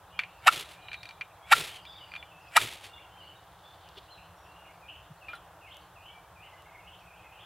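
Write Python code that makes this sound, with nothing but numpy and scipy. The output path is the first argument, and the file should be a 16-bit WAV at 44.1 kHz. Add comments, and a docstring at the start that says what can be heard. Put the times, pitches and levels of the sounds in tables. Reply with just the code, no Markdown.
"""A click and a short rasp: a scraper touches a fire steel and chatters down the rod, outdoors.
It strikes three times over a nest of tinder. Each time the edge sticks and slips, tearing off shavings
that flare as sparks and fizz out. Then the dry tinder rustles and the tools are put down with a clink.
Songbirds whistle and twitter in the echoing trees, over a soft, distant rush."""
import sys
import numpy as np
from scipy import signal
from scipy.fft import rfft, irfft, next_fast_len
from scipy.io import wavfile
from scipy.ndimage import map_coordinates

SR = 44100
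rng = np.random.default_rng(int(sys.argv[2]) if len(sys.argv) > 2 else 0)


def dump(signal):
    """Clip the signal to [-1, 1] and save it as 16-bit WAV at the path in sys.argv[1]."""
    limited = np.clip(np.atleast_2d(signal).T, -1, 1)
    pcm = np.round(limited * 32767).astype(np.int16)
    wavfile.write(sys.argv[1], SR, pcm)


N = 328545

# Strokes of the scraper. Each row: time of the bite in seconds, level in dB, length as a factor,
# added hiss in dB, chatter in dB, tuning of the tool as a factor.
STROKES = [(0.4717, -16, 0.99, -9, -2, .97), (1.5207, -14.0, 0.93, -8, -5, 1),
           (2.5655, -13.5, 0.822, -6.5, -4.5, 1.03)]
# Tone colours of the grit: a rasp and a high hiss. Each row: frequency in Hz, relative level in dB.
RASP_COLOUR = [(500, -68), (1000, -29), (1600, -6), (2400, 2.5), (3200, -9), (3900, -8), (5000, -21.5),
               (7000, -57)]
HISS_COLOUR = [(3500, -14), (5000, 4.5), (6600, -6), (7600, 7.5), (9200, -3.5), (11400, 3.5), (12500, -9),
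               (15700, -17)]
# Resonances of the tool while the edge presses on. Each row: frequency in Hz, boost in dB.
TOOL_RESONANCES = [(1170, 7), (1385, 10.5), (1580, 7.5), (1855, 10), (2290, 7), (2780, 8.5), (3080, 5.5),
                   (3800, 6)]
# Showers of sparks, one per stroke. Each row: time of full blaze in seconds, fizz in dB, fading in dB
# per second, life in seconds, puff in dB, half the puff's length in seconds.
SHOWERS = [(0.531, -35.5, 116, 0.35, -53.5, 0.032), (1.564, -32.5, 93, 0.21, -44.5, 0.044),
           (2.608, -33, 143, 0.36, -45, 0.029)]
# Stray shavings that flare late. Each row: peak time in seconds, fizz in dB, half length in seconds.
FLARES = [(0.603, -45, 0.012), (0.722, -52.5, 0.019), (1.68, -48, 0.0074), (1.761, -57, 0.0055),
          (2.633, -39.5, 0.011), (2.741, -52, 0.034), (2.854, -47.5, 0.036)]
# Tone colours of the sparks' fizz and low puff. 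Each row: frequency in Hz, relative level in dB.
FIZZ_COLOUR = [(240, -15.5), (400, -8), (862, -11.5), (1500, -10), (2100, -3), (3380, -1), (5690, -13.5),
               (10200, -12.5), (15700, -24)]
PUFF_COLOUR = [(60, -37), (120, 8.5), (210, -11), (320, -2), (480, -8), (900, -23), (3000, -64)]
# The scraper touches the rod. Each row: start in seconds, level in dB, treble change in dB.
TOUCHES = [(0.191, -10.5, -1), (0.1983, -17.5, -5), (0.235, -25.5, -3), (0.884, -29, -6), (0.916, -27, -5),
           (0.931, -26.5, 8), (0.9391, -32, 8), (0.943, -26, 1), (1.0313, -31, 13), (1.0547, -33, 12),
           (1.0898, -33, 14), (1.109, -35, 7), (1.2102, -21.5, -1), (1.2156, -24.5, -6), (1.852, -35.5, 7),
           (2.118, -34, -1), (2.138, -27.5, -1), (2.152, -26.5, -4), (2.162, -26.5, 0), (2.227, -33.5, -5)]
# The ring of hand-held steel. Each row: frequency in Hz, level in dB, seconds to fade by 60 dB (t60).
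ROD_TONES = [(2383, -3, 0.053), (2750, -19, 0.036), (3890, -22, 0.034), (4400, -12.5, 0.016),
             (6030, -34, 0.035), (8640, -47, 0.02)]
# The tools are put down. Each row: start in seconds, level in dB, pitch in Hz, t60 in seconds.
CLINKS = [(5.284, -35, 2412, 0.18), (5.283, -48.5, 1300, 0.4), (5.333, -33, 1390, 0.1),
          (5.354, -48.5, 3980, 0.058), (5.354, -57, 9390, 0.081)]
# Dry stalks snap and sparks pop. Each row: start in seconds, level in dB.
SNAPS = [(0.721, -47), (1.598, -28), (2.736, -39), (3.889, -46.5), (3.977, -54), (5.3527, -50),
         (5.745, -50), (5.769, -45), (6.622, -52)]
# Dull knocks on the ground. Each row: peak time in seconds, level in dB, pitch in Hz,
# half length in seconds, added dry scuff in dB.
KNOCKS = [(3.98, -50.5, 392, 0.012, 1), (5.115, -43, 150.2, 0.012, -40)]
# Slurred bird whistles. Each row: start and length in seconds, middle pitch in Hz,
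# glide as a share of the pitch, level in dB.
WHISTLES = [(0.699, 0.3, 2430, -0.019, -60.5), (1.412, 0.12, 3430, .07, -61),
            (2.17, 0.052, 3480, -0.034, -52.5), (2.88, 0.16, 2830, -0.01, -57.5),
            (3.097, .13, 3124, 0.017, -60), (3.628, 0.084, 3520, 0.034, -57.5),
            (4.08, 0.035, 3050, 0.24, -58), (4.103, 0.057, 4120, -0.067, -55), (4.35, .13, 5650, -.02, -73),
            (4.418, 0.33, 2827, .08, -62), (6.075, 0.13, 2327, 0.038, -59.5)]
# Twittered phrases. Each row: start and length in seconds, first and last pitch in Hz, level in dB.
PHRASES = [(0.091, .33, 2870, 2675, -60), (0.807, 0.29, 4015, 3720, -54.5), (1.65, 0.17, 3180, 3040, -49),
           (1.786, 0.39, 4860, 4670, -64), (1.855, 0.14, 3435, 3600, -49), (1.97, 0.087, 3430, 2710, -51.5),
           (2.275, 0.26, 2780, 2497, -58), (2.928, 0.069, 3430, 3094, -49.5),
           (3.196, 0.14, 2964, 2950, -51), (6.43, 0.13, 2190, 2020, -57), (6.647, 0.175, 2175, 2130, -55),
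           (6.971, .47, 2523, 2570, -58)]
# A repeated call, a dip then a buzz. Each row: start in seconds, level in dB, lowest pitch in Hz.
CALLS = [(4.809, -59, 2380), (5.204, -57, 2562), (5.604, -55.5, 2508), (5.954, -56.5, 2445),
         (6.348, -61, 2364), (6.795, -58, 2480), (7.316, -57.5, 2700)]
# The echo of the trees. Each row: frequency in Hz, t60 in seconds.
TREE_ECHO = [(3000, 0.48), (12000, 0.19)]
# Tone colours of the distant rumble and rush. Each row: frequency in Hz, relative level in dB.
RUMBLE_COLOUR = [(18, -29), (64, 1.5), (118, -1), (141, -10.5), (177, 0), (200, -24.5), (260, -66),
                 (440, -120)]
RUSH_COLOUR = [(190, -30.5), (260, -24), (305, -5.5), (345, -11.5), (480, -7.5), (780, 1), (1600, -8),
               (2300, -18.5), (3500, -19), (5500, -43), (15000, -55.5)]

TOP_HZ = 15800
# These times and rates suit a stroke of length 1; each stroke stretches them by its own length.
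# The hand speeds up once in each stroke, and the chatter climbs with it.
SLOW_HZ, FAST_HZ, SPEED_UP_AT_S, SPEED_UP_S = 705.4, 1332.6, 0.00743, 0.00339
# The edge digs in, holds, then runs free: the grit fades first, the chatter rings on a little louder.
BITE_DB_PER_S, RASP_HOLD_S, RASP_FALL_DB_PER_S = 2302, 0.01, 1301
CHATTER_LEAD_S, CHATTER_HOLD_S, CHATTER_FALL_DB_PER_S, RUN_FREE_DB = 0.00087, 0.018, 2994, 6.5


def scrapes(jitter=0.0976, overtone_db=-8, rough_db=-2.5, grit_db=2.85, slide_db_per_s=430.5):
    """The edge sticks and slips on the rod, faster as the stroke speeds up, and tears off grit."""
    out, t = np.zeros(N), np.arange(-SR // 16, SR // 16) / SR
    n = len(t)
    light_slide = amp(-23 - slide_db_per_s * np.abs(t))
    for s, db, length, hiss_db, chatter_db, tuning in STROKES:
        age = t / length
        speed = 1 / (1 + np.exp((SPEED_UP_AT_S - age) / SPEED_UP_S))
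        pitch = SLOW_HZ + (FAST_HZ - SLOW_HZ) * speed
        phase = 2 * np.pi * np.cumsum(pitch * (1 + jitter * wobble(906, n))) / SR
        chatter = envelope(age + CHATTER_LEAD_S, BITE_DB_PER_S, CHATTER_HOLD_S, CHATTER_FALL_DB_PER_S)
        chatter *= np.sin(phase) * amp(chatter_db + RUN_FREE_DB * speed + rough_db * wobble(353.6, n))
        bite = np.maximum(envelope(age, BITE_DB_PER_S, RASP_HOLD_S, RASP_FALL_DB_PER_S), light_slide)
        # While the edge bites, each slip is abrupt: it makes overtones and a burst of grit.
        overtones = sum(amp(overtone_db * k / 2) * np.sin(k * phase + rng.uniform(0, 2 * np.pi))
                        for k in range(2, 5))
        bursts = (1 + 0.75 * np.cos(phase)) * amp(grit_db * wobble(496.5, n))
        grit = unit(bursts) * (noise(RASP_COLOUR, n) + amp(hiss_db) * noise(HISS_COLOUR, n))
        stroke = tool_body(chatter + bite * (grit + overtones), tuning)
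        add(out, s + t[0], amp(db) * stroke * signal.windows.tukey(n, .2))
    return out


def tool_body(x, tuning, width_hz=90):
    """So small a tool gives little bass; its resonances shift with the grip and sound hollow."""
    def gain(hz):
        boost_db = sum(db * np.exp(-((hz - tuning * centre) / width_hz) ** 2)
                       for centre, db in TOOL_RESONANCES)
        return amp(along([(380, -17), (700, 0), (930, 0.5), (1030, -4.5)], hz) + boost_db)
    return filtered(x, gain)


def sparks(catch_db_per_s=167, blaze_s=0.0098, die_db_per_s=201, puff_lag_s=0.032):
    """Burning shavings catch, crackle and thin out, dulling as they cool; their heat makes a low puff."""
    burning = sum(amp(db) * swell(s, half) for s, db, half in FLARES)
    heat, t = np.zeros(N), np.arange(N) / SR
    for (bite_s, *_), (s, db, fade_db_per_s, life, puff_db, half) in zip(STROKES, SHOWERS):
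        alight = (t > bite_s) * amp(-die_db_per_s * np.maximum(t - s - life, 0))
        burning += amp(db) * envelope(t - s, catch_db_per_s, blaze_s, fade_db_per_s) * alight
        heat += amp(puff_db) * swell(s + puff_lag_s, half)
    crackle = noise(FIZZ_COLOUR, N, spiky_db=5.5)
    fizz = unit(crackle * amp(2 * wobble(260, N) + wobble(60, N)))  # quick sputters, slower surges
    treble = filtered(fizz, lambda hz: np.minimum(hz / TOP_HZ, 1))
    cooled = 1 - (burning / burning.max()) ** 0.23
    return burning * (fizz - cooled * treble) + heat * noise(PUFF_COLOUR, N)


def touches(ring_db=-4, crack_db=-6.5, crack_t60=0.012, rub_db=-24, rub_t60=0.13, attack_s=0.0006):
    """Each touch rings the hand-damped steel and slides a little; some light taps are thin and bright."""
    out, t = np.zeros(N), np.arange(SR // 8) / SR
    colour = [(500, -27), (1300, 2), (2700, 9), (5500, -20.5), (11000, -27), (14000, -39)]
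    for s, db, treble_db in TOUCHES:
        ring = sum(amp(level + rng.normal(0, 0.32) - 60 * t / t60)
                   * np.sin(2 * np.pi * hz * (1 + rng.normal(0, 0.0064)) * t)
                   for hz, level, t60 in ROD_TONES)
        contact = amp(crack_db - 60 * t / crack_t60) + amp(rub_db - 60 * t / rub_t60)
        crack = contact * noise(colour, len(t), spiky_db=4.5)
        hit = (amp(ring_db) * ring + crack) * (1 - np.exp(-t / attack_s))
        hit = np.pad(hit, (SR // 500, 0))  # room for the filter to spread the click
        hit = filtered(hit, lambda hz: amp(along([(3000, 0.0044), (4400, treble_db)], hz)))
        add(out, s - 1 / 500, amp(db) * hit)
    return out


def clinks(attack_s=0.00045, tick_db=-12, tick_t60=0.13):
    """Steel ticks and rings as it is put down."""
    out, t = np.zeros(N), np.arange(SR // 4) / SR
    colour = [(600, -6), (1500, 3), (3800, -9), (7000, -29)]
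    for s, db, hz, t60 in CLINKS:
        ring = amp(-60 * t / t60) * np.sin(2 * np.pi * hz * t + 0.36 * wobble(110, len(t)))
        tick = amp(tick_db - 60 * t / tick_t60) * noise(colour, len(t))
        add(out, s, amp(db) * (ring + tick) * (1 - np.exp(-t / attack_s)))
    return out


def snaps(t60=0.007):
    """Stalks snap and sparks pop, each a tiny burst of bright noise."""
    out, t = np.zeros(N), np.arange(SR // 4) / SR
    colour = [(1000, -6), (3300, 3), (6000, -3), (15000, -9)]
    for s, db in SNAPS:
        add(out, s, amp(db - 60 * t / t60) * noise(colour, len(t), spiky_db=2))
    return out


def ground(rustle_at_s=3.8, rustle_half_s=0.41, rustle_db=-65):
    """The ground takes two dull knocks, and dry grass rustles as the person shifts their weight."""
    out, t = np.zeros(N), np.arange(N) / SR
    scuff = noise([(1500, -24), (3300, 2), (4700, -7.5), (6500, -27), (15000, -33)], N, spiky_db=9)
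    for s, db, hz, half, scuff_db in KNOCKS:
        thud = np.sin(2 * np.pi * hz * t + .5 * wobble(hz / 2, N))
        out += amp(db) * swell(s, half) * (thud + amp(scuff_db) * scuff)
    rustle = unit(scuff * amp(1.9 * wobble(76, N)))
    return out + amp(rustle_db) * swell(rustle_at_s, rustle_half_s) * rustle


def birds(arch=0.038, dip_db=1, buzz_db=2.5):
    """Three kinds of song: arching whistles, twittered phrases, and a repeated dip and buzz."""
    out = np.zeros(N)
    for s, length, hz, glide, db in WHISTLES:
        pitches = hz * np.array([1 - arch - glide / 2, 1, 1 - arch + glide / 2])
        add(out, s, amp(db) * whistle(length, pitches, warble=0.0043, flutter_db=1.1))
    for s, length, first_hz, last_hz, db in PHRASES:
        add(out, s, amp(db) * twitter(length, first_hz, last_hz))
    for s, db, hz in CALLS:
        dip = whistle(0.078, hz * np.array([1.19, 1, 1.19]), warble=0.0099, flutter_db=3.5)
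        buzz = whistle(0.11, hz * np.array([1.11, 1.22, 1.28]), warble=0.0645, flutter_db=-5.5)
        add(out, s, amp(db + dip_db) * dip)
        add(out, s + 0.063, amp(db + buzz_db) * buzz)
    return out


def whistle(length, pitches, warble, flutter_db=5):
    """One note gliding through three pitches; strong, fast warbling turns it into a buzz."""
    n = int(length * SR)
    glide = np.polyval(np.polyfit([0, .5, 1], pitches, 2), np.linspace(0, 1, n))
    hz = glide * (1 + warble * wobble(485, SR // 2)[:n])
    flutter = amp(flutter_db * wobble(46.7, SR // 2)[:n])
    return np.sin(2 * np.pi * np.cumsum(hz) / SR) * signal.windows.tukey(n, .35) * flutter


def twitter(length, first_hz, last_hz, notes_per_s=32, warble=0.025, uneven_db=2.5):
    """A quick run of notes, each a little off the gliding pitch and slurred up or down."""
    n = int(length * SR)
    note, progress = np.divmod(np.arange(n) / SR * notes_per_s, 1)
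    step, slur, accent = rng.standard_normal((64, 3))[note.astype(int)].T
    bend = 0.0201 * step + 0.063 * slur * (progress - .5) + warble * wobble(484, SR)[:n]
    hz = np.linspace(first_hz, last_hz, n) * (1 + bend)
    loudness = np.sin(np.pi * progress) * amp(uneven_db * accent) * signal.windows.tukey(n, .2)
    return np.sin(2 * np.pi * np.cumsum(hz) / SR) * loudness


def far_birds(count=190, level_db=-65.5, base_hz=3050, treble_db=-13, busy_s=3.3):
    """Far birds merge into a faint warbling, busiest at first; distance dulls their high notes."""
    out = np.zeros(N)
    for when, size, buzz, high, bend, slope in rng.random((count, 6)):
        hz = base_hz * 1.4 ** (high ** 2 * 2 - .5)
        pitches = hz * 1.3 ** np.array([1 - 2 * slope, 2 * bend - 1, 2 * slope - 1])
        s = rng.uniform(0, busy_s if when < .55 else (N - 1) / SR)
        note = whistle(0.0229 + 0.089 * size ** 2, pitches, warble=0.065 * buzz)
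        add(out, s, amp(level_db + treble_db * high ** 2) * note)
    return out


def trees(x):
    """The trees scatter a sound into echoes, whose high notes die first."""
    hz, t, spectrum = signal.stft(rng.standard_normal(SR // 2), SR, nperseg=256)
    fade = amp(-60 * t / along(TREE_ECHO, hz)[:, None])
    tail = signal.istft(spectrum * fade, SR, nperseg=256)[1]
    delayed = np.pad(x, (SR // 100, 0))
    return signal.fftconvolve(delayed, tail / np.linalg.norm(tail))[:N]


def air(rumble_db=-62, rush_db=-55.5, hiss_db=-68.5):
    """A low rumble, a far rush that swells slowly, and a faint even hiss."""
    rumble = amp(rumble_db + 0.64 * wobble(4.4, N)) * noise(RUMBLE_COLOUR, N)
    rush = amp(rush_db + 0.58 * wobble(3.15, N)) * noise(RUSH_COLOUR, N)
    return rumble + rush + amp(hiss_db) * noise([(300, -35), (2000, 0), (15500, -4)], N)


def amp(db):
    """Turn decibels into a gain to multiply by."""
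    return 10 ** (np.asarray(db) / 20)


def unit(x):
    """Scale a sound to an average power of 1."""
    return x / np.sqrt(np.mean(x ** 2) + 1e-20)


def along(points, hz):
    """Read between (Hz, value) points, with octaves evenly spaced."""
    point_hz, values = np.transpose(points)
    return np.interp(np.log(hz + 1), np.log(point_hz + 1), values)


def wobble(rate, size):
    """A smooth curve through `rate` random values a second."""
    return map_coordinates(rng.standard_normal(size + 4), [np.arange(size) * rate / SR])


def filtered(x, response):
    """Scale each frequency in x by the gain response(hz)."""
    n = x.shape[-1]
    padded = next_fast_len(n + 8192)
    return irfft(rfft(x, padded) * response(np.fft.rfftfreq(padded, 1 / SR)), padded)[..., :n]


def noise(colour, size, spiky_db=0):
    """Noise with a tone colour; spiky_db makes its tiny impulses uneven, so it crackles."""
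    impulses = rng.standard_normal(size) * amp(spiky_db * rng.standard_normal(size))
    return unit(filtered(impulses, lambda hz: amp(along(colour, hz))))


def add(track, s, x):
    """Mix x into the track, starting at s seconds."""
    i = max(round(s * SR), 0)
    track[i:i + len(x)] += x[:len(track[i:])]


def swell(s, half):
    """A bell-shaped rise and fall around s seconds."""
    return np.exp(-((np.arange(N) / SR - s) / half) ** 2)


def envelope(t, rise_db_per_s, hold_s, fall_db_per_s):
    """A gain that rises to 1 at t = 0, holds, then dies away."""
    return amp(rise_db_per_s * np.minimum(t, 0) - fall_db_per_s * np.maximum(t - hold_s, 0))


def scene():
    """Everything is heard from the centre, with a faint noise for stereo width."""
    fire_making = scrapes() + sparks() + touches() + clinks() + snaps() + ground()
    song = birds() + far_birds()
    echo = trees(amp(-28.5) * fire_making + amp(-4) * song)
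    mid = fire_making + song + echo + air()
    side = amp(-69) * noise([(200, 12), (500, -4.5), (4000, 10)], N)
    return np.array([mid + side, mid - side])


def record(dry):
    """Cut away the highest treble, above TOP_HZ."""
    return filtered(dry, lambda hz: hz < TOP_HZ)


dry = scene()
out = record(dry)
dump(out)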